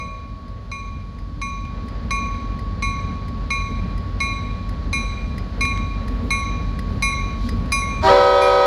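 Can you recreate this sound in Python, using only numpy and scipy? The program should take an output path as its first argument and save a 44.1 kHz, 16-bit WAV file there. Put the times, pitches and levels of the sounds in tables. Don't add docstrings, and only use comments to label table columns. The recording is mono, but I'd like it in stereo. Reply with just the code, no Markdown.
import sys
import numpy as np
from scipy import signal
from scipy.fft import rfft, irfft, next_fast_len
from scipy.io import wavfile
from scipy.ndimage import uniform_filter1d, map_coordinates

SR = 44100
rng = np.random.default_rng(int(sys.argv[2]) if len(sys.argv) > 2 else 0)


def to_wav(sig):
    pcm = np.clip(np.atleast_2d(sig), -1, 1) * 32767
    pcm = np.round(pcm).astype(np.int16)
    wavfile.write(sys.argv[1], SR, pcm.T)


N = 381906


# (frequency [Hz], level [dB], t60 [s], left minus right [dB], twin's offset [Hz])
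BELL_MODES = [(1113.6, -5, 2.56, 6.5, 1.88), (2171, 1, 0.43, 4.5, 4.2), (2405, -0.1, 0.84, 3, 3.92),
              (3884, -11.5, 0.77, -5.5, 18), (3997, -7, 0.57, -9, 2.3), (4113, 2, 0.019, -14.5, 37),
              (5900, -15.5, 0.56, -5.5, 13), (6154, -15.5, 0.49, 7.5, 6.9), (6334, -24, 0.58, 1.5, 12),
              (6443, -25, 0.6, 3.5, 7.8), (8030, -24.5, 0.62, 6.5, 3.4), (9480, -27, 0.19, 8, 9),
              (9900, -31.5, .25, 5.5, 8), (10340, -19, 0.33, 6, 3.5), (10760, -35, 0.2, 2.5, 8),
              (12768, -32.5, .27, 2, 7), (15270, -37, .22, -2, 7)]
def bell_mode(hz, t60, split_hz, farness, flutter=.19, glide=.0016):
    t = np.arange(int(1.6 * SR))[:int(.85 * t60 * SR)] / SR
    twin, rise_s = (.4, .0024) if 1500 < hz < 3000 else (.21, .001)
    phase, detune, lag = rng.standard_normal(3)
    pair = 1 + twin * phasor(split_hz * (1 + .055 * detune) * t + .05 * lag - .13)
    knots = t[::SR // 110]
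    tremble = np.interp(t, knots, rng.standard_normal(len(knots))) * np.minimum(.6 + t / .09, 2.4)
    paths = 1 + flutter * (1 + farness ** 2) * min(hz / 2800, 1) ** 2 * tremble
    tone = phasor(hz * (1 + glide * (farness - .33)) * t + phase)
    return paths * pair / (1 + twin / 2) * tone * amp(-60 * t / t60) * (1 - np.exp(-t / rise_s))


# (time [s], force [dB], hum [dB], brightness [dB],
# lean to the upper strike partial [dB], wall echo [dB], clapper ring [dB])
STROKES = [(-.002, -8.5, 0.5, 0.5, 0, -18, -52), (.715, -6, -0.5, 1, 1.3, -19, -52),
           (1.415, -4, 2, 3.5, 1.5, -20.5, -49), (2.107, -2.5, 3, 4, 1.2, -20, -41),
           (2.823, -3.5, 0.7, 2, 0.5, -20, -45), (3.504, -1, -0.5, -1.5, 0, -24, -42.5),
           (4.203, -0.4, -2.5, -1.5, -0.7, -22, -42), (4.929, -1.5, -5.5, 0.5, 1, -29.5, -41),
           (5.608, 0, -1, -2, 0.9, -13.5, -39), (6.305, 0, 0, -0.5, -0.5, -17, -48.5),
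           (7.023, 0.4, -1.1, 0.5, -0.5, -8.5, -34), (7.720, -2.5, -0.5, 5.5, 3.5, -1.5, -26),
           (8.417, 0.5, -1, -0.5, 6, -13.5, -27.5)]
# (frequency [Hz], gain [dB])
TREE_SCATTER = [(1100, -17), (2200, 2), (2400, 1), (4000, 6.5), (6000, 1), (12000, -16)]
def bell(level_db=5, sparkle_db=-25, crack_db=-9, crack_t60=.051, wall_delay_s=.099):
    out, cracks, t = np.zeros((2, N)), np.zeros((2, N)), np.arange(int(1.6 * SR)) / SR
    for s, force_db, hum_db, bright_db, lean_db, wall_db, _ in STROKES:
        farness = 1 - s * SR / N
        scattered = np.zeros((2, SR))
        for hz, db, t60, pan_db, split_hz in BELL_MODES:
            blow_db = force_db + .55 * rng.standard_normal()
            if hz < 1500:
                blow_db = -26.5 + hum_db
            elif hz < 3000:
                blow_db += -26 + lean_db * np.sign(hz - 2300)
            elif hz < 4500:
                blow_db += -28.5
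            else:
                blow_db += sparkle_db + bright_db
            dulling_db = -16 * (farness - .4) * min(hz / 10000, 1.2) ** 3
            gain = amp(level_db + blow_db + db + approach_db(s) + dulling_db)
            arrival = amp(SIDES * pan_db) * np.exp(1j * SIDES * along(PORT_PHASE, hz))
            sound = (gain * arrival * bell_mode(hz, t60, split_hz, farness)).real
            add(out, s, sound)
            if 1500 < hz < 2300:
                add(out, s + wall_delay_s, amp(wall_db) * flattened(sound, .0072))
            add(scattered, 0, amp(along(TREE_SCATTER, hz)) * sound[:, :SR])
        add(out, s, trees(scattered))
        crack = amp(sparkle_db + bright_db + force_db + approach_db(s) + crack_db - 60 * t / crack_t60)
        add(cracks, s, crack * rng.standard_normal((2, len(t))))
    # (frequency [Hz], gain [dB])
    contact = [(500, 2), (1000, 15), (3000, 11), (4300, 3), (5500, 10), (9000, -11.5), (16000, -23)]
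    return out + ports(filtered(cracks, lambda hz: amp(along(contact, hz))))


HORN_ON = slice(8 * SR, N)
# (time [s], pitch overshoot [share])
CATCHES = [(8.098, .045), (8.186, .035)]
def diaphragm(hz, start_s, rise_s, scoop, overshoot, catches, settle_s=.01777):
    t = clock()[HORN_ON]
    age = np.maximum(t - start_s, 0)
    jitter = .00292 + .0056 * swell(CATCHES[0][0], .04)
    ragged = (jitter * wobble(140) + .00078 * wobble(7.5))[HORN_ON]
    pitch = hz * (1 - scoop * np.exp(-age / .01785) + overshoot * np.exp(-age / .0763) + ragged)
    pressure, blare_db = 1 - np.exp(-age / rise_s), 0
    if catches:
        catching = sum(swell(s - settle_s / 2, settle_s)[HORN_ON] for s, _ in CATCHES)
        pitch *= 1 + sum(sharp * np.exp(-np.abs(t - s) / settle_s) for s, sharp in CATCHES)
        pitch *= 1 + .022 * catching * wobble(260)[HORN_ON]
        blare_db = 8 * catching
        pressure *= amp(-11 * swell(8.152, .028)[HORN_ON])
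    return pitch, pressure, blare_db


# (pitch [Hz], start [s], rise [s], level [dB], scoop [share], overshoot [share])
CHIMES = [(317.4, 8.023, .025, -14.5, .03, .006), (387, 8.031, .04, -11.5, .02, .008),
          (498.6, 8.082, .03, -7, .04, .012), (564.4, 8.078, .025, -6, .04, .01),
          (634.7, 8.068, .025, -9.5, .12, .006)]
# (harmonic [number], level [dB])
CHIME_OVERTONES = [
    [(1, -15), (2, -1.5), (3, 2), (4, -12.5), (5, -13.5), (7, -21), (9, -26.5), (11, -20.5), (12, -26),
     (13, -22.5)],
    [(1, -4.5), (2, 1), (3, -14), (4, -14), (5, -21.5), (7, -33), (9, -20), (12, -23), (13, -33)],
    [(1, -0.5), (2, -6.5), (3, -13), (4, -21), (5, -21.5), (6, -26.5), (7, -20), (8, -22), (9, -37),
     (11, -32.5)],
    [(1, 0.5), (2, -23.5), (3, -27.5), (4, -18.5), (5, -31.5), (6, -22), (7, -25.5), (8, -31), (9, -41)],
    [(1, -15), (2, -0.5), (3, -14.5), (4, -36), (5, -16), (6, -30), (7, -29.5), (8, -42)],
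]
# (frequency [Hz], gain [dB])
FLARE = [(400, -0.5), (800, -2), (2000, -0.5), (2600, -4), (3500, -1.5), (4300, 0.5), (5000, -4),
         (5450, 4.5), (6000, -5), (9000, -7), (14000, -7.5)]
def horn(level_db=3, rolloff_db_per_octave=-14, flutter_db=1.3, smear_rad=1.15, echo_db=-4):
    out = np.zeros((2, N))
    for (hz, start_s, rise_s, db, scoop, overshoot), overtones in zip(CHIMES, CHIME_OVERTONES):
        is_top = hz == CHIMES[-1][0]
        pitch, pressure, blare_db = diaphragm(hz, start_s, rise_s, scoop, overshoot, catches=is_top)
        phase = 2 * np.pi * (np.cumsum(pitch) / SR + rng.random())
        orders, levels = np.transpose(overtones)
        for k in range(1, int(15000 / hz)):
            overtone_db = np.interp(k, orders, levels) + along(FLARE, k * hz) + blare_db * (k > 2)
            overtone_db += rolloff_db_per_octave * np.log2(max(k / orders[-1], 1))
            overtone_db += flutter_db * zigzag(45, len(pitch))
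            lead = SIDES * along(PORT_PHASE, k * hz) + smear_rad * rng.standard_normal()
            turbulence = .27 * np.clip(k * hz / 3000, .4, 2) * zigzag(70, len(pitch))
            tone = sine((k * phase + lead + turbulence) / (2 * np.pi))
            out[:, HORN_ON] += amp(level_db + db + overtone_db) * pressure * tone
    out[:, HORN_ON] += amp(echo_db) * trees(out[:, HORN_ON])
    return out + horn_air(out[0])


def horn_air(chord, spit_db=-38, air_db=-28, buzz=.85):
    # (frequency [Hz], level [dB])
    throats = [(200, -33), (500, -4), (1300, 8), (2000, -3), (2700, -21), (3250, -6), (4100, .5),
               (6000, -16), (7500, -15), (10000, -36.5), (15500, -31)]
    flow = np.sqrt(np.abs(uniform_filter1d(chord ** 2, SR // 50)))
    age = clock() - CHIMES[1][1]
    spit = amp(spit_db) * (age > 0) * np.exp(-np.abs(age) / .12)
    chopped = 1 + buzz * chord / (flow + 1e-6)
    return (spit + amp(air_db) * chopped * (flow / flow.max()) ** .27) * rush(throats)


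# (harmonic of the shaft rate [number], level [dB])
EXHAUST = [(8, -0.5), (9, -1), (11, -6), (12, -8.5), (13, -11), (15, -11.5), (16, -6), (17, -14.5),
           (24, -13)]
# (frequency [Hz], level [dB])
ROAR = [(30, -24), (37, -0.5), (98, 3.5), (118, -0.5), (145, -3.5), (185, 1), (212, -2), (240, 1),
        (275, -10), (295, -3), (330, -37), (600, -64)]
MACHINERY = [(200, -9.5), (400, 2), (560, 1.5), (750, -4), (1300, -6.5), (2000, -8.5), (3000, -15.5),
             (6000, -54)]
HISS = [(1500, -14), (2600, -21), (3050, 2.5), (4300, 4.5), (5100, -2.5), (6000, -9.5), (7200, -15.5),
        (8700, -34), (11000, -42), (16000, -53)]
def engine(shaft_hz=5.492, drone_hz=104.3, sag_hz_per_s=1.3, body_growth=1.13):
    near_db = approach_db(clock())
    turns = np.cumsum(shaft_hz * (1 + .0018 * wobble(2.03))) / SR
    beats = unit(sum(amp(db + 1.27 * wobble(3.11)) * sine(k * turns + rng.random()) for k, db in EXHAUST))
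    load_db = .71 * wobble(5.8)
    throb = amp(-28.5 + load_db) * beats
    chug_db = .6 * (sine(turns) + sine(4 * turns))
    roar = amp(-32.5 + load_db) * unit(amp(1.5 * beats + chug_db + wobble(11)) * rush(ROAR))
    drone = amp(-37.5 + wobble(2.4)) * sine(np.cumsum(drone_hz - sag_hz_per_s * clock()) / SR)
    clatter = amp(-44 - .2 * beats + 1.1 * wobble(14)) * rush(MACHINERY)
    hiss = amp(-54 + .43 * wobble(48)) * rush(HISS)
    return amp(near_db) * (throb + drone + hiss) + amp(body_growth * near_db) * (roar + clatter)


# (time [s], width [s], level [dB])
SURGES = [(1.86, 0.025, -35.5), (2.27, 0.33, -39.5), (3.71, 0.028, -31), (5.629, 0.054, -30),
          (6.12, 0.083, -30.5), (6.26, 0.043, -29), (6.93, .06, -31), (7.53, 0.12, -31.5)]
# (frequency [Hz], level [dB])
STACK_COLOUR = [(150, -29), (205, -8.5), (235, 6), (265, -5.5), (340, -24), (440, -10.5), (560, -23),
                (900, -58.5)]
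def stack():
    return sum(amp(db) * swell(s, width) for s, width, db in SURGES) * rush(STACK_COLOUR)


# (time [s], click [dB], clapper ring [dB])
CLAPPER_RETURNS = [(.48, -38.5, -61), (1.186, -35, -57), (1.883, -28, -53), (2.591, -26.5, -52),
                   (3.282, -28, -55), (3.977, -27.5, -51.5), (4.691, -24, -58.5), (5.38, -21, -47),
                   (6.08, -21.5, -53.5), (6.79, -19, -54), (7.489, -16, -39.5)]
# (frequency [Hz], level [dB], t60 [s])
STOP_MODES = [(1960, -4, .016), (9760, -6, .035)]
# (time [s], click [dB], body [dB])
GEAR_KNOCKS = [(1.652, -56.5, -40), (2.3436, -39, -47.5), (5.6524, -18.5, -32), (5.7755, -63, -32),
               (7.66, -38, -44)]
# (frequency [Hz], gain [dB])
CLICK_COLOUR = [(700, -16), (1900, 15), (3000, 1.5), (5000, 5), (7500, -7), (10000, -6), (13000, -8.5),
                (16000, -27)]
def clapper_and_gear(clapper_hz=4935, clapper_t60=.22):
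    clicks, body, clapper, t = np.zeros((2, N)), np.zeros(N), np.zeros(N), np.arange(SR // 4) / SR
    for s, db, _ in CLAPPER_RETURNS:
        stop = sum(amp(mode_db + rng.standard_normal() - 60 * t / t60) * sine(hz * t)
                   for hz, mode_db, t60 in STOP_MODES)
        clack = amp(-8 - 60 * t / .031) * rng.standard_normal((2, len(t)))
        add(clicks, s, amp(db) * (1 - np.exp(-t / .0015)) * (amp(-14) * stop + clack))
    for s, *_, ring_db in CLAPPER_RETURNS + STROKES:
        add(clapper, s, amp(ring_db - 60 * t / clapper_t60) * sine(clapper_hz * t))
    for s, db, body_db in GEAR_KNOCKS:
        add(clicks, s, amp(db - 5 - 60 * t / .019) * rng.standard_normal((2, len(t))))
        add(body, s, amp(body_db + 12 - 60 * t / .014) * rng.standard_normal(len(t)))
    knocks = signal.sosfilt(signal.butter(2, [1000, 3400], "band", fs=SR, output="sos"), body)
    return filtered(clicks, lambda hz: amp(along(CLICK_COLOUR, hz))) + knocks + clapper


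# (frequency [Hz], level [dB])
FIZZ = [(4000, -3), (6000, 7), (8500, -6.5), (11500, -3.5), (13000, -16.5), (16000, -15.5)]
def rails(closest_db=-60.5, loss_db_per_m=.2):
    away = distance_m(clock())
    return amp(closest_db - loss_db_per_m * (away - away.min()) - .5 * wobble(22)) * rush(FIZZ)


def valve(time_s=7.46, width_s=.065):
    return swell(time_s, width_s) * (amp(-45.5) * rush(HISS) + amp(-54) * rush(FIZZ))


def valley_echo(level_db=-43, t60=3.1, width_hz=8):
    bands = lambda hz: sum(np.exp(-((hz - note) / width_hz) ** 2) for note, *_ in CHIMES[2:])
    chord = filtered(rng.standard_normal((2, N)), bands)
    return amp(level_db - 60 * clock() / t60) * unit(chord)


def trees(x, count=20, first_s=.05, span_s=.24, loss_db_per_s=66, max_drop=.023):
    out = np.zeros_like(x)
    for k, (place, angle, side) in enumerate(rng.random((count, 3))):
        late_s = span_s * (k + place) / count
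        gain = amp(-23 - loss_db_per_s * late_s + SIDES * 10 * (side - .5))
        start = round((first_s + late_s) * SR)
        out[:, start:] += gain * flattened(x[:, :-start], max_drop * angle)
    return out


# (frequency [Hz], t60 [s])
WOODS_DECAY = [(200, .9), (1200, 0.45), (4000, 1.7), (12000, 0.22)]
def woods(x):
    hz, t, noise = signal.stft(rng.standard_normal((2, SR)), SR, nperseg=256)
    tail = signal.istft(noise * amp(-60 * t / along(WOODS_DECAY, hz)[:, None]), SR, nperseg=256)[1]
    tail = np.pad(tail / np.linalg.norm(tail[0]), ((0, 0), (SR // 30, 0)))
    return signal.fftconvolve(x, tail, axes=1)[:, :N]


def distance_m(s, start_m=120.4, speed_m_per_s=5.28):
    return np.maximum(start_m - speed_m_per_s * s, 10)


def approach_db(s, shade_db=-4.5, clear_s=1.61, clearing_s=.54):
    hidden = np.clip(.5 - (s - clear_s) / clearing_s, 0, 1)
    return 20 * np.log10(distance_m(0) / distance_m(s)) + shade_db * hidden


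SIDES = np.array([[.5], [-.5]])
# (frequency [Hz], left's lead [rad])
PORT_PHASE = [(500, -0.28), (800, -0.39), (1200, -0.26), (2400, -1.32), (4050, -1.24), (4800, 1.3),
              (6200, 1.58), (8100, -1.9), (10300, -0.91), (13000, -1.3)]
# (frequency [Hz], left minus right [dB])
PORT_BALANCE = [(60, 3), (200, 3), (500, 4.5), (1290, 6.5), (2400, 3.5), (3300, -2.5), (4000, -7),
                (5000, -11), (6200, 3.5), (8100, 5.5), (15000, -1)]
def ports(x):
    return filtered(x, lambda hz: amp(SIDES * along(PORT_BALANCE, hz)))


# (frequency [Hz], coherence [0-1])
PORT_COHERENCE = [(60, 0.95), (300, 0.99), (640, 0.91), (1400, 0.38), (3100, 0.23), (7000, 0.15)]
def rush(spectrum):
    def response(hz):
        angle = np.arccos(along(PORT_COHERENCE, hz)) / 2
        return amp(along(spectrum, hz)) * [np.cos(angle), np.sin(angle)]
    mid, side = filtered(rng.standard_normal((2, N)), response)
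    return unit(np.array([mid + side, mid - side]))


def amp(db):
    return 10 ** (np.asarray(db) / 20)


def unit(x):
    return x / np.sqrt(np.mean(x ** 2) + 1e-20)


def clock():
    return np.arange(N) / SR


def sine(turns):
    return np.sin((2 * np.pi * (turns - np.floor(turns))).astype(np.float32))


def phasor(turns):
    return sine(turns + .25) + 1j * sine(turns)


def along(points, hz):
    freqs, values = np.transpose(points)
    return np.interp(np.log(hz + 1), np.log(freqs + 1), values)


def swell(when, width):
    return np.exp(-((clock() - when) / width) ** 2)


def wobble(rate):
    coarse = np.arange(0, N + 64, 64)
    knots = rng.standard_normal(int(N * rate / SR) + 4)
    return np.interp(np.arange(N), coarse, map_coordinates(knots, [coarse * rate / SR]))


def zigzag(knots, samples):
    return np.interp(np.arange(samples), np.linspace(0, samples - 1, knots), rng.standard_normal(knots))


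def filtered(x, response):
    size = next_fast_len(N + SR // 8, real=True)
    spectrum = rfft(x.astype(np.float32), size)
    return irfft(spectrum * response(np.fft.rfftfreq(size, 1 / SR)), size)[..., :N]


def flattened(x, share):
    at = np.arange(x.shape[1])
    return np.array([np.interp(at * (1 - share), at, channel) for channel in x])


def add(track, s, sound):
    start = round(s * SR)
    part = sound[..., max(-start, 0):max(N - start, 0)]
    track[..., max(start, 0):max(start, 0) + part.shape[-1]] += part


def scene():
    ringing, blast = bell(), ports(horn())
    tail = woods(amp(-17) * ringing + amp(-24.5) * blast)
    background = engine() + stack() + valve() + rails() + clapper_and_gear() + valley_echo()
    return ringing + blast + tail + ports(background)


def record(dry, threshold_db=-12.5, lag_s=.059, ceiling=.74, lopsided=.11, top_hz=15900):
    power = uniform_filter1d(np.mean(dry ** 2, axis=0), SR // 50)
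    excess_db = np.maximum(10 * np.log10(np.abs(power) + 1e-12) - threshold_db, 0)
    step = 1 / (lag_s * SR)
    ducked = dry * amp(-signal.lfilter([step], [1, step - 1], excess_db))
    bent = ducked + lopsided * ducked ** 2
    rounded = bent / (1 + (bent / ceiling) ** 4) ** (1 / 4)
    return filtered(rounded, lambda hz: (hz > 20) * (hz < top_hz))


dry = scene()
out = record(dry)
to_wav(out)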